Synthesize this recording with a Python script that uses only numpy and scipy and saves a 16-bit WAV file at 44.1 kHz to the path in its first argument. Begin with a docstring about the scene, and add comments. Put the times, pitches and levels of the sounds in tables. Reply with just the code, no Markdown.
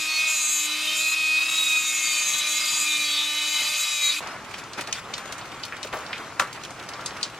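"""Workshop, two benches: a small rotary tool cuts grooves in a steel bar, then a thin round file works the groove.
Tool: shaft orders and bearing tones follow a load-sagging shaft; the disc drives resonances once a turn, over hiss.
File: coloured noise scratches and snaps; taps mix a noise crack, a thud and decaying steel modes, over a rumble.
All dB levels are before a final port trim of +0.25 and -0.25 dB; spectra in dB per Hz are relative."""
import sys
import numpy as np
from scipy import signal
from scipy.fft import rfft, irfft
from scipy.io import wavfile
from scipy.ndimage import uniform_filter1d

SR = 44100
rng = np.random.default_rng(int(sys.argv[2]) if len(sys.argv) > 2 else 0)


def dump_mix(stems):
    """Bounce the given channels to the path in sys.argv[1] as a 16-bit WAV at rate SR."""
    frames = np.atleast_2d(stems).T  # one column per channel
    limited = np.clip(frames, -1, 1)  # hard clip at full scale
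    pcm = np.round(limited * 32767).astype(np.int16)
    wavfile.write(sys.argv[1], SR, pcm)


N = 325899
TOOL_END_S = 4.205  # the tool bench ends, the file bench begins


def amp(db):
    """Turns dB into gain."""
    return np.exp(np.asarray(db) * (np.log(10) / 20))


def evened(x):
    """Scales to an rms of one."""
    return x / np.sqrt(np.mean(x ** 2) + 1e-20)


def read_spectrum(points, hz):
    """Reads a spectrum on a log-frequency axis."""
    point_hz, value = np.transpose(points)
    return np.interp(np.log(hz + 1), np.log(point_hz + 1), value)


def columns(rows, t):
    """Samples every column of a curve table at the times t."""
    time_s, *values = np.transpose(rows)
    return [np.interp(t, time_s, v) for v in values]


def spell(t, start_s, length_s, ramp_s):
    """Rises over ramp_s, holds, and fades over ramp_s."""
    to_edge_s = np.minimum(t - start_s, start_s + length_s - t)
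    return np.sin(np.pi / 2 * np.clip(to_edge_s / ramp_s, 0, 1)) ** 2


def drift(n, rate_hz, step=1):
    """Random wander from one-pole smoothed knots (corner rate_hz), read every step samples."""
    knots_hz = 200
    knots = rng.standard_normal(int(n / SR * knots_hz) + 2)
    smooth = signal.lfilter([1], [1, -np.exp(-2 * np.pi * rate_hz / knots_hz)], knots)
    return np.interp(np.arange(0, n, step) / SR * knots_hz, np.arange(len(knots)), evened(smooth))


def resonate(x, hz, width_hz):
    """One complex-pole resonance, gain near one at hz."""
    r = np.exp(-np.pi * width_hz / SR)
    pole = r * np.exp(2j * np.pi * hz / SR)
    return 2 * signal.lfilter([1 - r], [1, -pole], x + 1e-18).real


def noise(n, spectrum, patchy_db):
    """Noise of a given colour with drifting patches in time and frequency, rms one."""
    frames, hz = n // 128 + 5, np.fft.rfftfreq(512, 1 / SR)
    real, imag, patches = rng.standard_normal((frames, 257, 3)).T
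    patches = uniform_filter1d(patches, size=8, axis=0)
    patches = evened(uniform_filter1d(patches, size=10, axis=1))
    z = (real + 1j * imag) * amp(read_spectrum(spectrum, hz)[:, None] + patchy_db * patches)
    return evened(signal.istft(z, nperseg=512, noverlap=384)[1][:n])


# Shaft speed. Each row: time in seconds, shaft turns in Hz.
SHAFT_SPEED = [(0.0, 310.9), (0.25, 313.7), (0.36, 311.0), (0.62, 301.5), (0.72, 303.0), (1.1, 315.3),
               (1.2, 315.1), (1.32, 313.0), (1.56, 318.8), (1.8, 311.8), (1.92, 310.8), (2.4, 300.6),
               (2.52, 303.2), (2.7, 305.4), (3.0, 301.0), (3.24, 298.7), (3.55, 301.6), (3.72, 303.0),
               (3.84, 301.4), (4.08, 294.2), (4.15, 301.0), (4.19, 302.8)]


def shaft(t, chatter):
    """Integrates the load-sagging speed to turns; chatter jerks the shaft."""
    shaft_hz = columns(SHAFT_SPEED, t)[0]
    jerk_turns = .005 * chatter * evened(uniform_filter1d(drift(len(t), 30.), 400))
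    return shaft_hz, np.cumsum(shaft_hz) / SR + jerk_turns


def tone(turns, db, shake):
    """A sine shaken in size and phase; start phases within 0.6 turn bunch the orders into a beat each turn."""
    n = len(turns)
    angle = 2 * np.pi * (turns + .6 * rng.random())
    size, phase = (evened(uniform_filter1d(drift(n, 60.), 260)) for _ in range(2))
    shaken = (1 + shake * size) * np.cos(angle) - shake * phase * np.sin(angle)
    return np.sqrt(2 / (1 + 2 * shake ** 2)) * amp(db) * shaken


# Body resonances lifting orders that pass through. Each row: centre in Hz, width in Hz, lift in dB.
BODY_RESONANCES = [(2515.6, 47, 19), (3890, 150, 12.5)]
# One order sings out as the hand turns the tool; the pitch picks the order.
# Each row: start in seconds, length in seconds, nominal pitch in Hz, surge level in dB rms.
ORDER_SURGES = [(.06, .15, 4375, -30), (0.1, 0.28, 2186, -37.5), (-0.5, 0.21, 2510, -33),
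                (0.7, 0.064, 4020, -33), (0.95, 0.23, 3940, -32.5), (0.76, 0.36, 612, -51),
                (0.8, 0.26, 3680, -32.5), (0.5, 0.38, 3040, -39), (0.8, 0.25, 3070, -33.5),
                (0.8, .55, 3350, -44), (0.3, .25, 3980, -36.5), (.78, .2, 2770, -41), (0, 0.5, 5930, -41.5),
                (1.1, .4, 4440, -40.5), (1.9, .42, 2480, -33.5), (1.78, .3, 5910, -39),
                (2.15, 0.83, 3340, -41), (2.5, 0.45, 4840, -39.5), (2.5, .42, 4810, -39),
                (3.35, 0.74, 4820, -41), (3.78, .36, 5060, -43), (3, .25, 5350, -46),
                (3.75, 0.32, 5680, -44), (1.25, 0.19, 2510, -26), (1.362, .07, 3780, -33),
                (1.445, 0.41, 3800, -27), (1.55, 0.13, 3820, -25.5), (1.67, 0.15, 2505, -24),
                (1.8, 0.38, 2175, -33.5), (2, 0.26, 4660, -35), (1.8, .14, 3730, -28.5),
                (2.5, .25, 2105, -39), (2.43, 0.062, 2416, -33), (2, 0.32, 3030, -39.5),
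                (2, 0.2, 3640, -35), (2.777, 0.33, 2420, -30.5), (2.85, .14, 3630, -28.5),
                (3, 0.8, 3010, -37), (3, 0.89, 900, -53), (3, 0.25, 4510, -34.5), (3.082, 0.21, 3590, -29),
                (3, 0.28, 3290, -36.5), (4, 0.24, 2410, -39), (3.5, .15, 2110, -39), (4, .1, 3930, -29.5),
                (4, 0.15, 3870, -26), (3.947, 0.15, 2360, -34), (4, 0.11, 2060, -37.5),
                (4.075, 0.06, 3850, -32), (4.09, 0.053, 3600, -32), (4, 0.22, 4470, -36.5),
                (4, 0.17, 4150, -40)]


def order_db(k, db, t, shaft_hz):
    """Level of one shaft order: wandering, lifted by the body, plus its surges."""
    step = 64
    wander = amp(2 * 3 * np.tanh(.7 * drift(len(t), 3., step)))  # power, within 3 dB
    u, turn_hz = t[::step], shaft_hz[::step]
    lift = sum(amp(2 * lift_db) / (1 + (2 * (k * turn_hz - hz) / width_hz) ** 2) ** 2
               for hz, width_hz, lift_db in BODY_RESONANCES)
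    power = amp(2 * db) * (wander + lift * wander ** 0.21)
    for start_s, length_s, hz, surge_db in ORDER_SURGES:
        if round(hz / np.interp(start_s + length_s / 2, u, turn_hz)) == k:
            power = power + amp(2 * surge_db) * spell(u, start_s, length_s, 0.3 * length_s) ** 2
    return np.interp(t, u, 10 * np.log10(power))


# Shaft orders. Each entry: multiple of the shaft speed, base level in dB rms.
SHAFT_ORDERS = dict(zip((2, 3, 4, 5, 6, 7, 8, 9, 10, 11, 12, 13, 14, 15, 16, 17, 18, 19, 20, 21, 27),
                (-57, -58, -46, -53, -49, -44, -44, -47, -43, -43, -42, -44, -49, -44, -44, -51, -52, -49, -51, -46, -47)))
# The whine drops out briefly. Each entry: start in seconds.
WHINE_STUTTERS = [1.103, 1.146, 1.392, 1.44, 1.468, 1.498]
STUTTER_S, STUTTER_DB = 0.018, -10.5


def motor_whine(t, turns, shaft_hz, hum_db, chatter, whine_db):
    """Hum at shaft speed and its orders, the higher ones shaken more by chatter."""
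    dips = sum(spell(t, start_s, STUTTER_S, STUTTER_S / 2) for start_s in WHINE_STUTTERS)
    whine_db = whine_db + STUTTER_DB * dips
    whine = tone(turns, hum_db, 0.015 * chatter)
    for k, db in SHAFT_ORDERS.items():
        whine += tone(k * turns, whine_db + order_db(k, db, t, shaft_hz), 0.06 * k * chatter)
    return whine


# Bearing tones. Each row: multiple of the shaft speed, base level in dB rms.
BEARING_TONES = [(7.63, -47), (8.396, -36.5), (8.81, -47), (14.52, -54), (16.4, -54)]


def bearings(turns):
    """Sines at non-integer multiples of the shaft, drifting slowly in level."""
    return sum(np.sqrt(2) * amp(db + 1.8 * drift(len(turns), 2.5)) * np.sin(2 * np.pi * k * turns)
               for k, db in BEARING_TONES)


# Disc resonances. Each row: centre in Hz, width of each of two passes in Hz, relative gain in dB.
DISC_MODES = [(6475, 470, 4.5), (6766, 216, 8.5), (7036, 290, 9), (7710, 550, 3.5), (8900, 790, -3.5),
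              (10250, 320, -6), (12110, 340, -6), (13200, 420, -6)]
# Presses of the disc into the groove.
# Each row: start in seconds, length in seconds, bite at first in dB, bite at last in dB.
DISC_CUTS = [(-.02, 0.11, -38, -39), (.26, 0.43, -29.5, -30.5), (0.935, 0.22, -33.5, -30.5),
             (1.472, 0.29, -35, -32), (1.74, 0.69, -36, -28.5), (2.45, 0.43, -32, -28),
             (2.862, 0.31, -32.5, -38.5), (3.456, 0.41, -37, -40), (3.76, 0.29, -28.5, -45.5),
             (3.998, .12, -34, -30)]
GRAZE_DB, TOUCH_S = -41.5, 0.04  # bite between cuts; time to press in or lift off


def disc_bite(t, turns, chatter):
    """Blows and grit once a turn drive the disc's resonances; pressure sets the level."""
    n = len(t)
    press = amp(GRAZE_DB)
    for start_s, length_s, first_db, last_db in DISC_CUTS:
        cut_db = np.interp(t, (start_s, start_s + length_s), (first_db, last_db))
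        press = press + spell(t, start_s, length_s, TOUCH_S) * amp(cut_db)
    grit_share = np.clip(0.24 + 0.42 * chatter, 0, 1)
    uneven_turns = turns + .003 * drift(n, 60.)
    # each overtone of the blow wanders in level at random
    blows = evened(sum(amp(3.76 * drift(n, 3.0)) * np.cos(2 * np.pi * k * uneven_turns)
                       for k in range(21, 46)))
    after_high_spot = 0.19 + np.exp(-(uneven_turns % 1) / 0.22)
    grit = evened(rng.standard_normal(n) * after_high_spot)
    drive = (1 - grit_share) * blows * amp(1.4 * drift(n, 8.7)) + grit_share * grit
    bite = 0
    for i, (hz, width_hz, db) in enumerate(DISC_MODES):
        mode = resonate(resonate(drive, hz, width_hz), hz, width_hz)
        bite = bite + (-1) ** i * amp(db) * mode  # alternating signs
    return press * evened(bite)


# Hiss colour. Each row: frequency in Hz, relative level in dB per Hz.
HISS_SPECTRUM = [(24, -62), (75, -31), (160, -16.5), (262, -17.5), (305, -43), (354, -22.5), (600, -19),
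                 (733, -17), (1210, -6.5), (1720, -12.5), (2500, -1.5), (2840, -9), (3650, -3.5),
                 (4150, -6), (5500, -9), (6820, -8), (12500, -16.5), (14800, -25.5), (16000, -76)]
HISS_DB, CHATTER_RAISE_DB = -35.3, 4.1  # base level; raise per unit of chatter


def fan_and_grinding_hiss(turns, chatter):
    """Coloured noise pulsing once a turn; chatter raises it."""
    pulse = 1 + 0.31 * np.cos(2 * np.pi * turns)
    return amp(HISS_DB + CHATTER_RAISE_DB * chatter) * pulse * noise(len(turns), HISS_SPECTRUM, patchy_db=2.0)


# Narrow casing rings. Each row: centre in Hz, width in Hz, base level in dB rms.
CASING_RINGS = [(2494, 4.1, -45)]


def casing(n):
    """Noise keeps narrow resonances ringing at a drifting level."""
    return sum(amp(db + 3.0 * drift(n, 0.93)) * evened(resonate(rng.standard_normal(n), hz, width_hz))
               for hz, width_hz, db in CASING_RINGS)


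# Grip on the tool. Each row: time in seconds, hum at shaft speed in dB rms, chatter (0 none, about 1 strong),
# whine offset in dB.
TOOL_GRIP = [(0, -49, 0.2, -1), (.25, -64.5, 0.4, 1.3), (.5, -56, 0, -1.7), (.73, -47, 0.3, .1),
             (.92, -52, .8, 0), (1.1, -55.5, 0.3, -0.6), (1.35, -54, 0.1, 0.9), (1.55, -55, 0.7, 0.3),
             (1.9, -56, 0.33, -1.9), (2.38, -59, .8, 2.5), (2.52, -52.5, 0.4, 2), (2.68, -58, 0.85, 1),
             (2.9, -49.5, 0.64, 0.9), (3.24, -51.5, 0.3, 0.2), (3.5, -53, 0.45, 1.5), (3.62, -58, 1.2, 2),
             (3.76, -63, .9, 2), (3.96, -75.5, 0.02, -0.4), (4.12, -58, 0.7, 0.7), (4.19, -50, 0.5, -9)]
FADE_S = 0.013


def rotary_tool():
    """Motor and bearing tones, disc bite, hiss and casing rings, summed; fades at the end."""
    n = round(TOOL_END_S * SR)
    t = np.arange(n) / SR
    hum_db, chatter, whine_db = columns(TOOL_GRIP, t)
    shaft_hz, turns = shaft(t, chatter)
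    out = motor_whine(t, turns, shaft_hz, hum_db, chatter, whine_db)
    out += bearings(turns)
    out += disc_bite(t, turns, chatter)
    out += fan_and_grinding_hiss(turns, chatter)
    out += casing(n)
    return np.pad(out * np.minimum((t[-1] - t) / FADE_S, 1), (0, N - n))


# Scratch body colour. Each row: frequency in Hz, relative level in dB per Hz.
SCRATCH_SPECTRUM = [(180, -31.5), (300, 3.5), (366, -8.5), (442, -6), (594, -3), (1370, 0), (1630, -4.5),
                    (2350, -7.5), (5000, -47), (6500, -49), (11000, -120)]
# Bright edge colour. Each row: frequency in Hz, relative level in dB per Hz.
EDGE_SPECTRUM = [(1470, -14), (2500, 2.5), (7020, -8.5), (13500, -24.5), (16000, -32)]
# File strokes. Each row: start in seconds, length in seconds, scratch in dB, bright edge in dB.
FILE_STROKES = [(4.167, 0.22, -38.5, -47.5), (4.47, 0.17, -47, -48.5), (4.772, 0.057, -33.5, -39.5),
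                (4.869, 0.031, -38, -49), (4.938, 0.073, -60, -41), (5.06, 0.32, -41.5, -51),
                (5.343, 0.26, -43.5, -53), (5.902, 0.43, -41.5, -51), (6.77, 0.21, -42.5, -68),
                (6.903, 0.42, -42, -52)]
REST_DB, REST_EDGE_DB = -41.5, -48.5  # file sliding lightly, also under the strokes
EASE = 0.18  # share of a stroke spent rising, and again fading
SNAPS_PER_S, SNAP_DECAY_S = 14., 0.0051


def file_scratch():
    """Teeth scratch the groove as two noise bands and snap at random."""
    start = round(TOOL_END_S * SR)
    n = N - start
    t = TOOL_END_S + np.arange(n) / SR
    shapes = [spell(t, start_s, length_s, EASE * length_s) for start_s, length_s, *_ in FILE_STROKES]
    stroke_power = np.array(shapes).T ** 2 @ amp(2 * np.array(FILE_STROKES)[:, 2:])
    body_gain, edge_gain = np.sqrt(amp([2 * REST_DB, 2 * REST_EDGE_DB]) + stroke_power).T
    snaps = amp(4.4 * np.minimum(rng.exponential(1, n), 3)) * (rng.random(n) < SNAPS_PER_S / SR)
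    snapping = 1.02 * signal.lfilter([1], [1, -np.exp(-1 / (SNAP_DECAY_S * SR))], snaps)
    body = body_gain * amp(1.6 * drift(n, 20.0)) * noise(n, SCRATCH_SPECTRUM, patchy_db=0.7)
    edge = (edge_gain + amp(REST_EDGE_DB) * snapping) * noise(n, EDGE_SPECTRUM, patchy_db=1.5)
    return np.pad(body + edge, (start, 0))


# Modes of bar and file. Each row: frequency in Hz, factor on the tap's base T60.
STEEL_MODES = [(420, 2.1), (620, 2.8), (900, 0.55), (1157, 2.1), (1310, 1.7), (1385, 2.1), (1800, 0.21),
               (2140, 0.67), (2466, 1.5), (3050, 1.3), (3700, 0.67), (4300, 1.06), (4520, 0.44),
               (5050, 0.093), (5670, 0.17), (6300, 0.98), (7300, 0.41)]


def tap(centre_hz, octaves, t60_s):
    """Noise crack, low thud, and steel modes ringing near the tap's own pitch."""
    n = 6144
    t, hz = np.arange(n) / SR, np.fft.rfftfreq(n, 1 / SR)
    modes_hz, ring = np.transpose(STEEL_MODES)[:, :, None]
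    phase, level = rng.random((2, len(STEEL_MODES), 1))
    near = np.exp(-.5 * (np.log2(modes_hz / centre_hz) / octaves) ** 2)
    decay = amp(-6. * level - 60 * t / (ring * t60_s))
    rings = (near * decay * np.sin(2 * np.pi * (modes_hz * t + phase))).sum(0)
    colour = np.exp(-.5 * (np.log2((hz + 1) / centre_hz) / (1.46 * octaves)) ** 2)
    colour = colour / (1 + (hz / 11500) ** 4)
    burst = evened(irfft(rfft(rng.standard_normal(n)) * colour))
    # crack, then rattle and bench echoes
    crack = burst * (0.58 * amp(-60 * t / (0.45 * t60_s)) + 0.26 * amp(-60 * t / (3.37 * t60_s)))
    # dull taps shake the bench
    thud = evened(resonate(rng.standard_normal(n), 527.0, 260.0)) * amp(-60 * t / (2 * t60_s))
    thud = thud * (607.0 / centre_hz) ** 2
    mix = crack + thud + 0.95 * rings / np.sqrt((near ** 2).sum())
    return 0.52 * mix * np.minimum(t / 0.0001, 1)


# Dull knocks of bar and vice.
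# Each row: start in seconds, relative level in dB, centre in Hz, spread in octaves, base T60 in seconds.
BAR_KNOCKS = [(4.542, -21.5, 1990, 0.63, 0.05), (4.954, -26, 1540, 0.33, 0.077),
              (4.984, -25.5, 1470, 0.33, 0.041), (5.181, -24, 1500, 0.62, 0.07),
              (5.724, -21, 1800, 0.29, 0.12), (5.847, -27.5, 560, 1.2, 0.056),
              (5.928, -19.5, 1350, 0.72, 0.059), (5.935, -18, 950, 0.62, 0.14),
              (6.13, -17.5, 2360, 0.42, 0.079), (6.159, -27, 2400, .4, .04), (6.198, -27.5, 1000, .5, .08),
              (6.397, -10, 1240, 0.48, 0.081), (6.42, -18, 1300, .35, .07), (6.994, -29, 1400, 0.37, 0.041),
              (7.108, -26.5, 2200, .5, .05)]
# Bright ticks of the file. Each row: start in seconds, relative level in dB, centre in Hz, spread in octaves.
FILE_TICKS = [(4.273, -29.5, 4230, 0.6), (4.5873, -29.5, 3640, 1), (4.733, -25, 4330, 0.45),
              (4.8103, -22.5, 3970, 1), (4.638, -32.5, 5300, .3), (4.837, -31, 2800, 0.44),
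              (4.873, -23, 2800, .8), (4.9277, -14, 3620, 0.6), (5.1384, -16.5, 4000, 0.39),
              (5.18, -25.5, 3450, 0.95), (5.324, -21, 3730, 0.76), (5.3816, -29.5, 6200, 0.39),
              (5.413, -31, 3640, 0.32), (5.6358, -19.5, 3960, 0.37), (5.651, -25.5, 3660, 1),
              (5.83, -18.5, 3860, 0.51), (5.988, -34, 3750, 0.88), (6.0644, -31, 4040, 0.37),
              (6.3968, -11, 4000, 0.7), (6.529, -28, 3820, 1), (6.636, -24.5, 3380, 0.68),
              (6.7057, -31.5, 5840, 0.41), (6.8895, -24.5, 3640, 0.66), (6.9358, -26.5, 4100, 0.36),
              (7.0604, -16, 5150, 0.41), (7.23, -11, 4340, 0.4)]
TICK_T60_S = 0.046


def knocks_and_ticks():
    """Places each tap of bar, vice and file."""
    out = np.zeros(N + SR)
    for start_s, db, centre_hz, octaves, t60_s in BAR_KNOCKS + [(*tick, TICK_T60_S) for tick in FILE_TICKS]:
        hit = tap(centre_hz, octaves, t60_s)
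        out[round(start_s * SR):][:len(hit)] += amp(db) * hit
    return out[:N]


# Rumble colour. Each row: frequency in Hz, relative level in dB per Hz.
RUMBLE_SPECTRUM = [(18, -45), (30, -8), (69, -3), (124, 5.5), (313, -3.5), (600, -9), (780, -27),
                   (1320, -120)]
RUMBLE_DB = -50


def workshop_rumble():
    """Low coloured noise around the second bench."""
    n = N - round(TOOL_END_S * SR)
    hz = np.fft.rfftfreq(n, 1 / SR)
    colour = amp(read_spectrum(RUMBLE_SPECTRUM, hz))
    rumble = evened(irfft(rfft(rng.standard_normal(n)) * colour, n))
    return np.pad(amp(RUMBLE_DB) * rumble, (N - n, 0))


# Stereo width at the tool bench. Each row: frequency in Hz, side minus mid in dB.
TOOL_SIDE = [(60, -15), (110, -14), (200, -17), (380, -31), (700, -17.5), (1290, -35), (2380, -21),
             (4400, -11), (8120, -8.5), (15000, 0)]
# Stereo width at the file bench. 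Each row: frequency in Hz, side minus mid in dB.
FILING_SIDE = [(60, -9), (110, -9), (200, -14), (380, -13.5), (700, -15.5), (1290, -15.5), (2380, -7.5),
               (4400, -3), (8120, 1.5), (15000, 1)]


def two_ports(x):
    """Both ports share a mid signal; a randomly shifting side signal widens it, most in the treble."""
    hz, t, z = signal.stft(x, SR, nperseg=512)
    real, imag = rng.standard_normal((len(t), len(hz), 2)).T
    shift = uniform_filter1d(real + 1j * imag, size=3, axis=0)
    shift = uniform_filter1d(shift, size=12, axis=1)
    shift = shift / np.sqrt(np.mean(abs(shift) ** 2))
    tool_db, file_db = (read_spectrum(rows, hz)[:, None] for rows in (TOOL_SIDE, FILING_SIDE))
    side_db = np.where(t < TOOL_END_S, tool_db, file_db)
    side = signal.istft(z * shift * amp(side_db), SR, nperseg=512)[1][:N]
    trim_db = [[.25], [-.25]]  # first port up, second down
    return np.array([x + side, x - side]) * amp(trim_db)


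def scene():
    """The cut, then the filing."""
    return two_ports(rotary_tool() + file_scratch() + knocks_and_ticks() + workshop_rumble())


def record(dry):
    """Band limit: linear-phase low-pass."""
    cutoff_hz = 16300
    lowpass = signal.firwin(511, cutoff_hz, window=("kaiser", 9), fs=SR)
    return signal.oaconvolve(dry, lowpass[None], "same")


dry = scene()
out = record(dry)
dump_mix(out)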